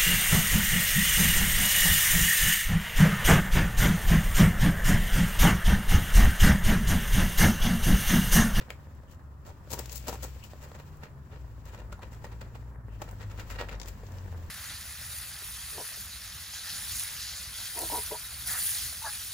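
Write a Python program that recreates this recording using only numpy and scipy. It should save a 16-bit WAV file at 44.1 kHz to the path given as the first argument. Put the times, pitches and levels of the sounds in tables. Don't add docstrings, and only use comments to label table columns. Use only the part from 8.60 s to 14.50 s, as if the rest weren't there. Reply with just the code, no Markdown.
import sys
import numpy as np
from scipy import signal
from scipy.fft import rfft, irfft
from scipy.io import wavfile
from scipy.ndimage import uniform_filter1d

SR = 44100
rng = np.random.default_rng(int(sys.argv[2]) if len(sys.argv) > 2 else 0)


def unload_wav(signal):
    wavfile.write(
        sys.argv[1],
        SR,
        np.round(np.clip(np.atleast_2d(signal).T, -1, 1) * 32767).astype(np.int16),
    )


N = 260190
TIME = np.arange(N) / SR
FREQS = np.fft.rfftfreq(N, 1 / SR)

# start in seconds, length in seconds before soft edges,
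# relative strength in dB, foam spray in dB relative to that strength.
PUSHES = [(0.003, 0.027, -52, -10), (0.097, 0.016, -47.5, -17), (0.478, 0.081, -65.5, 0),
          (0.854, 0.057, -49, -10), (1.101, 0.028, -47, 2.5), (1.131, .014, -38.5, -1.5),
          (1.191, 0.0032, -34.5, -2.5), (1.308, 0.031, -55, 10.5), (1.348, 0.04, -61.5, 19),
          (1.471, 0.03, -34.5, -4.5), (1.52, 0.04, -44, -8), (1.623, 0.025, -41, -1),
          (1.834, 0.036, -58.5, -1), (2.01, 0.054, -53, -4.5), (2.149, 0.013, -51.5, -11),
          (2.188, 0.024, -53, -13), (2.421, 0.041, -48.5, -14), (2.713, 0.054, -50.5, -19.5),
          (3.055, 0.053, -57.5, -6.5), (3.12, 0.046, -52.5, -10), (3.17, 0.048, -51.5, -14),
          (3.324, .0065, -49, -7), (3.424, 0.013, -41.5, -16), (3.513, 0.05, -57, -4.5),
          (3.645, 0.0056, -45.5, -4.5), (3.718, .014, -52, -12), (3.812, 0.0086, -45, -9.5),
          (3.95, 0.0072, -49.5, -15), (4.42, 0.0043, -42, -6), (4.479, 0.026, -52, -10),
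          (4.6, 0.041, -52, -7.5), (4.701, 0.02, -55, -5), (4.774, 0.05, -52, -3),
          (4.901, 0.026, -47, -0.5), (4.943, 0.023, -52.5, -10), (4.984, 0.041, -39, -15.5),
          (5.089, 0.0065, -47.5, -11.5), (5.113, 0.027, -45.5, -13.5), (5.258, 0.04, -60.5, 6.5)]
# time in seconds, change in dB.
SQUISH_CHANGE = [(0, 5), (1.1, -7.5), (1.65, -4.5), (2.4, 2.5), (3.2, 0.5), (3.6, 1), (4.45, 0), (4.65, 7),
                 (5.3, 4.5)]
SQUISH_FOAM_SHARE = 0.3


def pushes():
    start_s, _, strength_db, foam_db = np.transpose(PUSHES)
    place_db = np.interp(start_s, *np.transpose(SQUISH_CHANGE))
    squish_db = strength_db + SQUISH_FOAM_SHARE * foam_db + place_db
    return strength_db, squish_db, strength_db + foam_db


def squeeze(level_db, edge_s, fall_s, tail_db):
    power = np.zeros(N)
    t = np.arange(SR // 2) / SR
    for (start_s, length_s, *_), db in zip(PUSHES, level_db):
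        span = abs(length_s) + 2 * edge_s
        push = np.sin(np.pi * np.minimum(t / span, 1)) ** 2
        drain = (t > span / 2) * np.exp(-2 * abs(t - span) / fall_s)
        add(power, start_s - edge_s, amp(2 * db) * (push + amp(2 * tail_db) * drain))
    return np.sqrt(power)


# centre in Hz, width in Hz, relative level in dB.
WHEEL_RESONANCES = [(530, 130, 4), (940, 130, 3), (1352, 140, 4), (1870, 150, 1), (2416, 130, 0),
                    (2785, 110, 1)]


def wheel_ring(ring_db):
    return 1 + amp(ring_db) * resonances(WHEEL_RESONANCES, FREQS)


# frequency in Hz, relative level in dB per Hz.
SUDS_TONE = [(150, 2), (330, -1), (560, 0), (740, -2), (950, -1.5), (1200, -6.5), (2000, -11), (3000, -14),
             (5000, -16.5)]
# frequency in Hz, relative level in dB per Hz.
FOAM_TONE = [(3000, -1.5), (4200, 2), (6000, 3.5), (7600, 8.5), (8800, -1), (11000, -5), (13500, -4),
             (16000, 3)]


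def squelches():
    slosh_db, squish_db, spray_db = pushes()
    hollow = amp(read(SUDS_TONE, FREQS)) * wheel_ring(ring_db=0.5)
    foam = amp(read(FOAM_TONE, FREQS))
    slosh = froth(per_s=600, spread_db=0, smooth=0.44, gain=hollow * band(91, 1144))
    squish = froth(per_s=800, spread_db=-2, smooth=1.0, gain=hollow * band(1344, 5120))
    all_spray = froth(per_s=510, spread_db=0.5, smooth=1.0, gain=foam * band(2860, 19200))
    mist = colour(all_spray, band(9370, 24000, order=10))
    spray = colour(all_spray, band(20, 8230, order=10))
    mist_db = spray_db + 0.26 * np.clip(spray_db - squish_db, -8, 8)
    suds = slosh * squeeze(slosh_db - 1.04, edge_s=0.0015, fall_s=0.0074, tail_db=-2)
    suds += squish * squeeze(squish_db - 3.44, edge_s=0.0066, fall_s=0.019, tail_db=-10.0)
    suds += spray * squeeze(spray_db - 0.8, edge_s=0.006, fall_s=0.038, tail_db=-31.0)
    suds += mist * squeeze(mist_db + 2.5, edge_s=0.0044, fall_s=0.0093, tail_db=-27)
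    return suds * amp(2.7 * wander(105))


def crackle(level_db=-8):
    _, _, spray_db = pushes()
    gain = amp(read(FOAM_TONE, FREQS)) * band(1200, 23000, order=2)
    pops = texture(bursts(per_s=250, spread_db=-0.3, smooth=0.02), gain)
    return pops * squeeze(spray_db + level_db, edge_s=0.0035, fall_s=0.022, tail_db=-10.5)


# time in seconds, relative level of the wet rub in dB.
SLIDE_LEVEL = [(0.0, -55.5), (0.85, -64), (1.31, -57), (1.84, -60.5), (2.09, -54.5), (2.22, -59.5),
               (3.11, -59.5), (3.27, -56), (3.63, -54), (4.11, -57), (4.26, -57.5), (4.99, -50.5),
               (5.19, -52), (5.9, -53)]
# frequency in Hz, relative level in dB per Hz.
RUB_TONE = [(80, -15.5), (200, 3), (330, -4.5), (520, -0.5), (760, -6), (980, -2.5), (1250, -11.5),
            (1800, -7.5), (2500, -25.5), (4000, -59), (8000, -35)]
# time in seconds, relative level in dB.
FIZZ_LEVEL = [(0, -66.5), (0.5, -72.5), (0.7, -76), (1.02, -69), (1.3, -58), (1.85, -59.5), (2.4, -68),
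              (2.6, -72.5), (2.8, -67.5), (3.3, -70.5), (3.97, -67), (4.22, -79), (4.34, -67.5), (4.9, -61),
              (5.18, -70), (5.3, -63.5), (5.9, -61.5)]
# frequency in Hz, relative level in dB per Hz.
FIZZ_TONE = [(1200, -5.5), (2600, 1), (3500, -3.5), (5300, -3.5), (6200, -5), (7600, -1.5), (8600, -16),
             (12000, -12.5), (16000, -2)]
RUB_LEAD_S, RUB_FALL_S = 0.035, 0.042
FIZZ_FALL_S = 0.16


def slide():
    rub = texture(bursts(per_s=450, spread_db=3.5, smooth=1.0), amp(read(RUB_TONE, FREQS)))
    fizz = texture(bursts(per_s=1000, spread_db=4, smooth=6.4), amp(read(FIZZ_TONE, FREQS)))
    strength_db, _, spray_db = pushes()
    push_speed = squeeze(strength_db - 15.5, RUB_LEAD_S, RUB_FALL_S, tail_db=-23)
    speed = np.hypot(amp(curves(SLIDE_LEVEL)[0] - 3.0), push_speed)
    fresh_foam = squeeze(spray_db - 15, edge_s=0.037, fall_s=FIZZ_FALL_S, tail_db=-9.5)
    foam = np.hypot(amp(curves(FIZZ_LEVEL)[0] + 0.5), fresh_foam)
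    return rub * speed * amp(1.8 * wander(35)) + fizz * foam * amp(1.4 * wander(31))


# start in seconds, length in seconds, level in dB, pitch in Hz.
SQUEAK_EVENTS = [(0.463, 0.098, -71, 2920), (1.82, 0.04, -55.5, 2720), (4.28, 0.13, -70, 2754)]


def squeaks(half_width_hz=300):
    out = np.zeros((2, N))
    for start_s, length_s, db, hz in SQUEAK_EVENTS:
        swell = np.sin(np.pi * np.clip((TIME - start_s) / length_s, 0, 1))
        gain = 1 / (1 + ((FREQS - hz) / half_width_hz) ** 2)
        out += amp(db) * swell * texture(rng.standard_normal((2, N)), gain)
    return out


# start in seconds, relative level in dB, middle pitch of the thud in Hz.
BUMP_EVENTS = [(1.189, -28, 265), (1.478, -27, 380), (3.643, -22, 494), (4.417, -18.5, 564.5)]


def bumps(ring_s=0.0039, octaves=0.81):
    out, t = np.zeros((2, N)), np.arange(4000) / SR
    spread = 2 ** (octaves / 2)
    for start_s, db, hz in BUMP_EVENTS:
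        push = np.zeros(N)
        add(push, start_s, amp(db - 8.0) * (1 - np.exp(-t / 0.0016)) * np.exp(-t / ring_s))
        gain = band(hz / spread, hz * spread, order=2)
        out += push * texture(pair(rng.standard_normal((2, N))), gain)
    return out


# start in seconds, relative level in dB.
KNOCK_EVENTS = [(0.1045, -33), (5.0927, -38)]
# pitch in Hz, relative level in dB, time to fall by 60 dB in seconds.
SPOKE_TONES = [(2320, 8, 0.0051), (3110, -6, 0.012), (4890, -19, 0.033), (6890, -20, 0.034),
               (9050, -40, 0.028)]


def knocks():
    out, t = np.zeros((2, N)), np.arange(3000) / SR
    for start_s, db in KNOCK_EVENTS:
        for side in range(2):
            ring = np.zeros(len(t))
            for hz, level_db, t60 in SPOKE_TONES:
                ring += amp(level_db - 60 * t / t60) * np.sin(2 * np.pi * (hz * t + rng.random()))
            add(out[side], start_s, amp(db + 2.5) * ring)
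    return out


# start in seconds, relative level in dB, starting pitch in Hz.
DROPS = [(0.434, -46, 540), (1.074, -37.5, 536.5), (1.589, -41, 520), (1.761, -40.5, 513),
         (1.933, -35.5, 577), (2.116, -34.5, 497), (3.327, -32.5, 1360), (3.392, -38.5, 784),
         (3.666, -35, 505), (5.434, -37.5, 466.5), (5.681, -60, 481.6)]


def plops(ring_s=0.003, glide=0.12, splash=0.48):
    out, t = np.zeros(N), np.arange(1500) / SR
    for start_s, db, hz in DROPS:
        bubble = np.sin(2 * np.pi * hz * t * (1 + glide * (1 - np.exp(-t / 0.024))))
        patter = unit(uniform_filter1d(rng.standard_normal(len(t)), size=16))
        envelope = (1 - np.exp(-t / 0.001)) * np.exp(-t / ring_s)
        add(out, start_s, amp(db) * (bubble + splash * patter) * envelope)
    return np.array([out, out])


# start in seconds, relative level in dB, balance of the top octave in dB before a shared lift.
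GRIT_TICKS = [(0.1033, -53.5, -1.5), (0.35, -68, -7), (1.1124, -59, -14), (1.191, -35, -10),
              (1.2578, -40.5, -16), (1.295, -39, -28), (1.3582, -45, 0), (1.426, -50, -26),
              (1.6401, -48, -1), (1.839, -44.5, -17), (2.3697, -66.5, -3), (3.055, -52.5, -13),
              (4.5117, -57, -4), (5.1523, -50, -35), (5.1991, -38, -24), (5.2154, -35, -25),
              (5.232, -41, -28), (5.2589, -47, -20), (5.2838, -40, -14), (5.4667, -48.5, -41),
              (5.52, -51.5, -16), (5.5843, -46, -39)]
# frequency in Hz, relative level in dB per Hz.
GRIT_TONE = [(300, 16.5), (1500, 10), (3000, 11), (7600, 16.5), (8800, 4), (12000, 6.5), (16000, 15)]


def clicks(scatter=0.34, scatter_s=0.0039):
    body, top = np.zeros((2, N)), np.zeros((2, N))
    t = np.arange(1500) / SR
    for start_s, db, top_db in GRIT_TICKS:
        for side in range(2):
            scattered = scatter * rng.standard_normal(len(t)) * np.exp(-t / scatter_s)
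            snap = amp(db) * ((t == 0) + scattered)
            add(body[side], start_s, snap)
            add(top[side], start_s, snap * amp(top_db + 15.0))
    grit = amp(read(GRIT_TONE, FREQS))
    return colour(body, grit * band(196, 6530)) + colour(top, grit * band(7460, 24000))


def wheel_well(x, t60=0.2):
    t = np.arange(SR // 3) / SR
    taps = rng.standard_normal((2, len(t))) * amp(-60 * t / t60) * (t > 0.003)
    taps /= np.linalg.norm(taps, axis=1, keepdims=True)
    return pair(signal.fftconvolve(x, taps, axes=1)[:, :N])


# frequency in Hz, relative level in dB per Hz.
WASH_TONE = [(60, -13), (170, -7.5), (300, -1.5), (700, -3), (980, 2.5), (1300, 0.5), (1900, -11.5),
             (2600, -41), (4000, -60), (9000, -26.5)]


def yard(level_db=-65):
    wash = texture(pair(rng.standard_normal((2, N))), amp(read(WASH_TONE, FREQS)))
    return wash * amp(level_db + 1.4 * wander(3.7))


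# time in seconds, firing rate in Hz before small wavering.
ENGINE_SPEED = [(0, 66.6), (0.34, 71.67), (0.75, 67.5), (1.0, 66.74), (1.3, 62), (1.66, 62), (1.9, 67.07),
                (2.35, 74.73), (2.7, 67.5), (3.0, 54.77), (3.25, 53.72), (3.75, 57.74), (4.05, 60.72),
                (4.5, 52), (4.9, 51.3), (5.35, 49.3), (5.9, 40.6)]
# time in seconds, relative level in dB.
DRONE_LEVEL = [(0, -57), (0.75, -59), (1.4, -49), (1.95, -58), (2.25, -52.5), (2.8, -51.5), (3.75, -45.5),
               (4.1, -48), (4.9, -40.5), (5.2, -56), (5.55, -41.5), (5.9, -40)]
# centre in Hz, width in Hz, relative level in dB.
BOOM_RESONANCES = [(50.36, 1, 9), (52.1, 5.6, 6.5), (62, 5.5, 10)]
# frequency in Hz, relative level in dB per Hz.
RUMBLE_TONE = [(12, -4.5), (20, -16.5), (51, -2.5), (80, 4.5), (125, -2.5), (193, -11), (336, -20.5),
               (400, -20.5), (520, -53), (880, -120)]
FIRING_DB = -55.5


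def engine(overtone_db=-3, rumble_db=-48, rumble_follows=0.21):
    hz, drone_db = curves(ENGINE_SPEED)[0], curves(DRONE_LEVEL)[0]
    firing_db = FIRING_DB + 20 * np.log10(1 + resonances(BOOM_RESONANCES, hz))
    cycles = np.cumsum(hz * (1 + 0.015 * wander(11))) / SR
    drone = np.zeros(N)
    for order, db in enumerate([firing_db, drone_db + overtone_db], 1):
        tone = np.sqrt(2) * np.sin(2 * np.pi * (order * cycles + rng.random()))
        drone += amp(db + 2.5 * wander(12.3)) * tone
    rumble = texture(pair(rng.standard_normal((2, N))), amp(read(RUMBLE_TONE, FREQS)))
    return drone + rumble * amp(rumble_db + rumble_follows * (drone_db - drone_db.mean()))


def froth(per_s, spread_db, smooth, gain):
    sound = texture(bursts(per_s, spread_db, smooth), gain)
    return sound / np.sqrt(uniform_filter1d(sound.mean(0) ** 2, size=600) + 0.041)


def bursts(per_s, spread_db, smooth):
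    size = amp(spread_db * np.minimum(rng.exponential(1, N), 4)) * (rng.random(N) < per_s / SR)
    pops = unit(size * rng.standard_normal((2, N)))
    return pair(pops + smooth * rng.standard_normal((2, N)))


def texture(drive, gain):
    sound = colour(drive, gain)
    return sound / np.std(sound.mean(0))


# frequency in Hz, left-right likeness from 0 to 1.
LIKENESS = [(60, 0.74), (130, 0.96), (250, 0.91), (550, 0.85), (1000, 0.17), (2000, 0.22), (4000, 0.061),
            (16000, 0.026)]


def pair(two):
    a, b = rfft(two)
    turn = np.arccos(np.clip(read(LIKENESS, FREQS), 0, 1)) / 2
    left = a * np.cos(turn) + b * np.sin(turn)
    right = a * np.cos(turn) - b * np.sin(turn)
    return irfft(np.array([left, right]), N)


def colour(x, gain):
    log_gain = np.log(np.maximum(gain, np.max(gain) * 1e-5))
    circle = np.concatenate([log_gain, log_gain[-2:0:-1]])
    response = np.exp(np.conj(signal.hilbert(circle)))[:len(FREQS)]
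    return irfft(rfft(x) * response, N)


def band(lo_hz, hi_hz, order=6):
    low_cut = (lo_hz / (FREQS + 1)) ** (2 * order)
    high_cut = (FREQS / hi_hz) ** (2 * order)
    return 1 / np.sqrt((1 + low_cut) * (1 + high_cut))


def resonances(table, hz):
    return sum(amp(db) / (1 + ((hz - centre) / (width / 2)) ** 2) for centre, width, db in table)


def wander(rate_hz):
    return unit(irfft(rfft(rng.standard_normal(N)) * np.exp(-(FREQS / rate_hz) ** 2), N))


def amp(db):
    return 10 ** (np.asarray(db) / 20)


def unit(x):
    return x / np.sqrt(np.mean(x ** 2) + 1e-20)


def read(points, hz):
    f, value = np.transpose(points)
    return np.interp(np.log(hz + 1), np.log(f + 1), value)


def curves(rows):
    s, *columns = np.transpose(rows)
    return [np.interp(TIME, s, c) for c in columns]


def add(mix, s, sound):
    part = mix[max(round(s * SR), 0):][:len(sound)]
    part += sound[:len(part)]


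def scene():
    work = squelches() + crackle() + plops() + clicks() + knocks() + bumps()
    return work + amp(-9.0) * wheel_well(work) + slide() + squeaks() + yard() + engine()


# frequency in Hz, right level minus left level in dB.
PORT_BALANCE = [(40, -3.5), (150, 0.1), (1000, 0.8), (2000, -0.5), (3500, -3.5), (5400, -6), (7400, -34),
                (8400, -16), (9600, -3.5), (11500, -14.5), (15000, -23)]
EDGE_HZ = 15950


def record(dry):
    right = amp(read(PORT_BALANCE, FREQS))
    ports = np.array([np.ones_like(right), right]) * np.sqrt(2 / (1 + right ** 2))
    heard = irfft(rfft(dry) * ports, N)
    low_pass = signal.firwin(511, EDGE_HZ, window=("kaiser", 9), fs=SR)
    return signal.oaconvolve(heard, low_pass[None], "same")


dry = scene()
out = record(dry)
unload_wav(out)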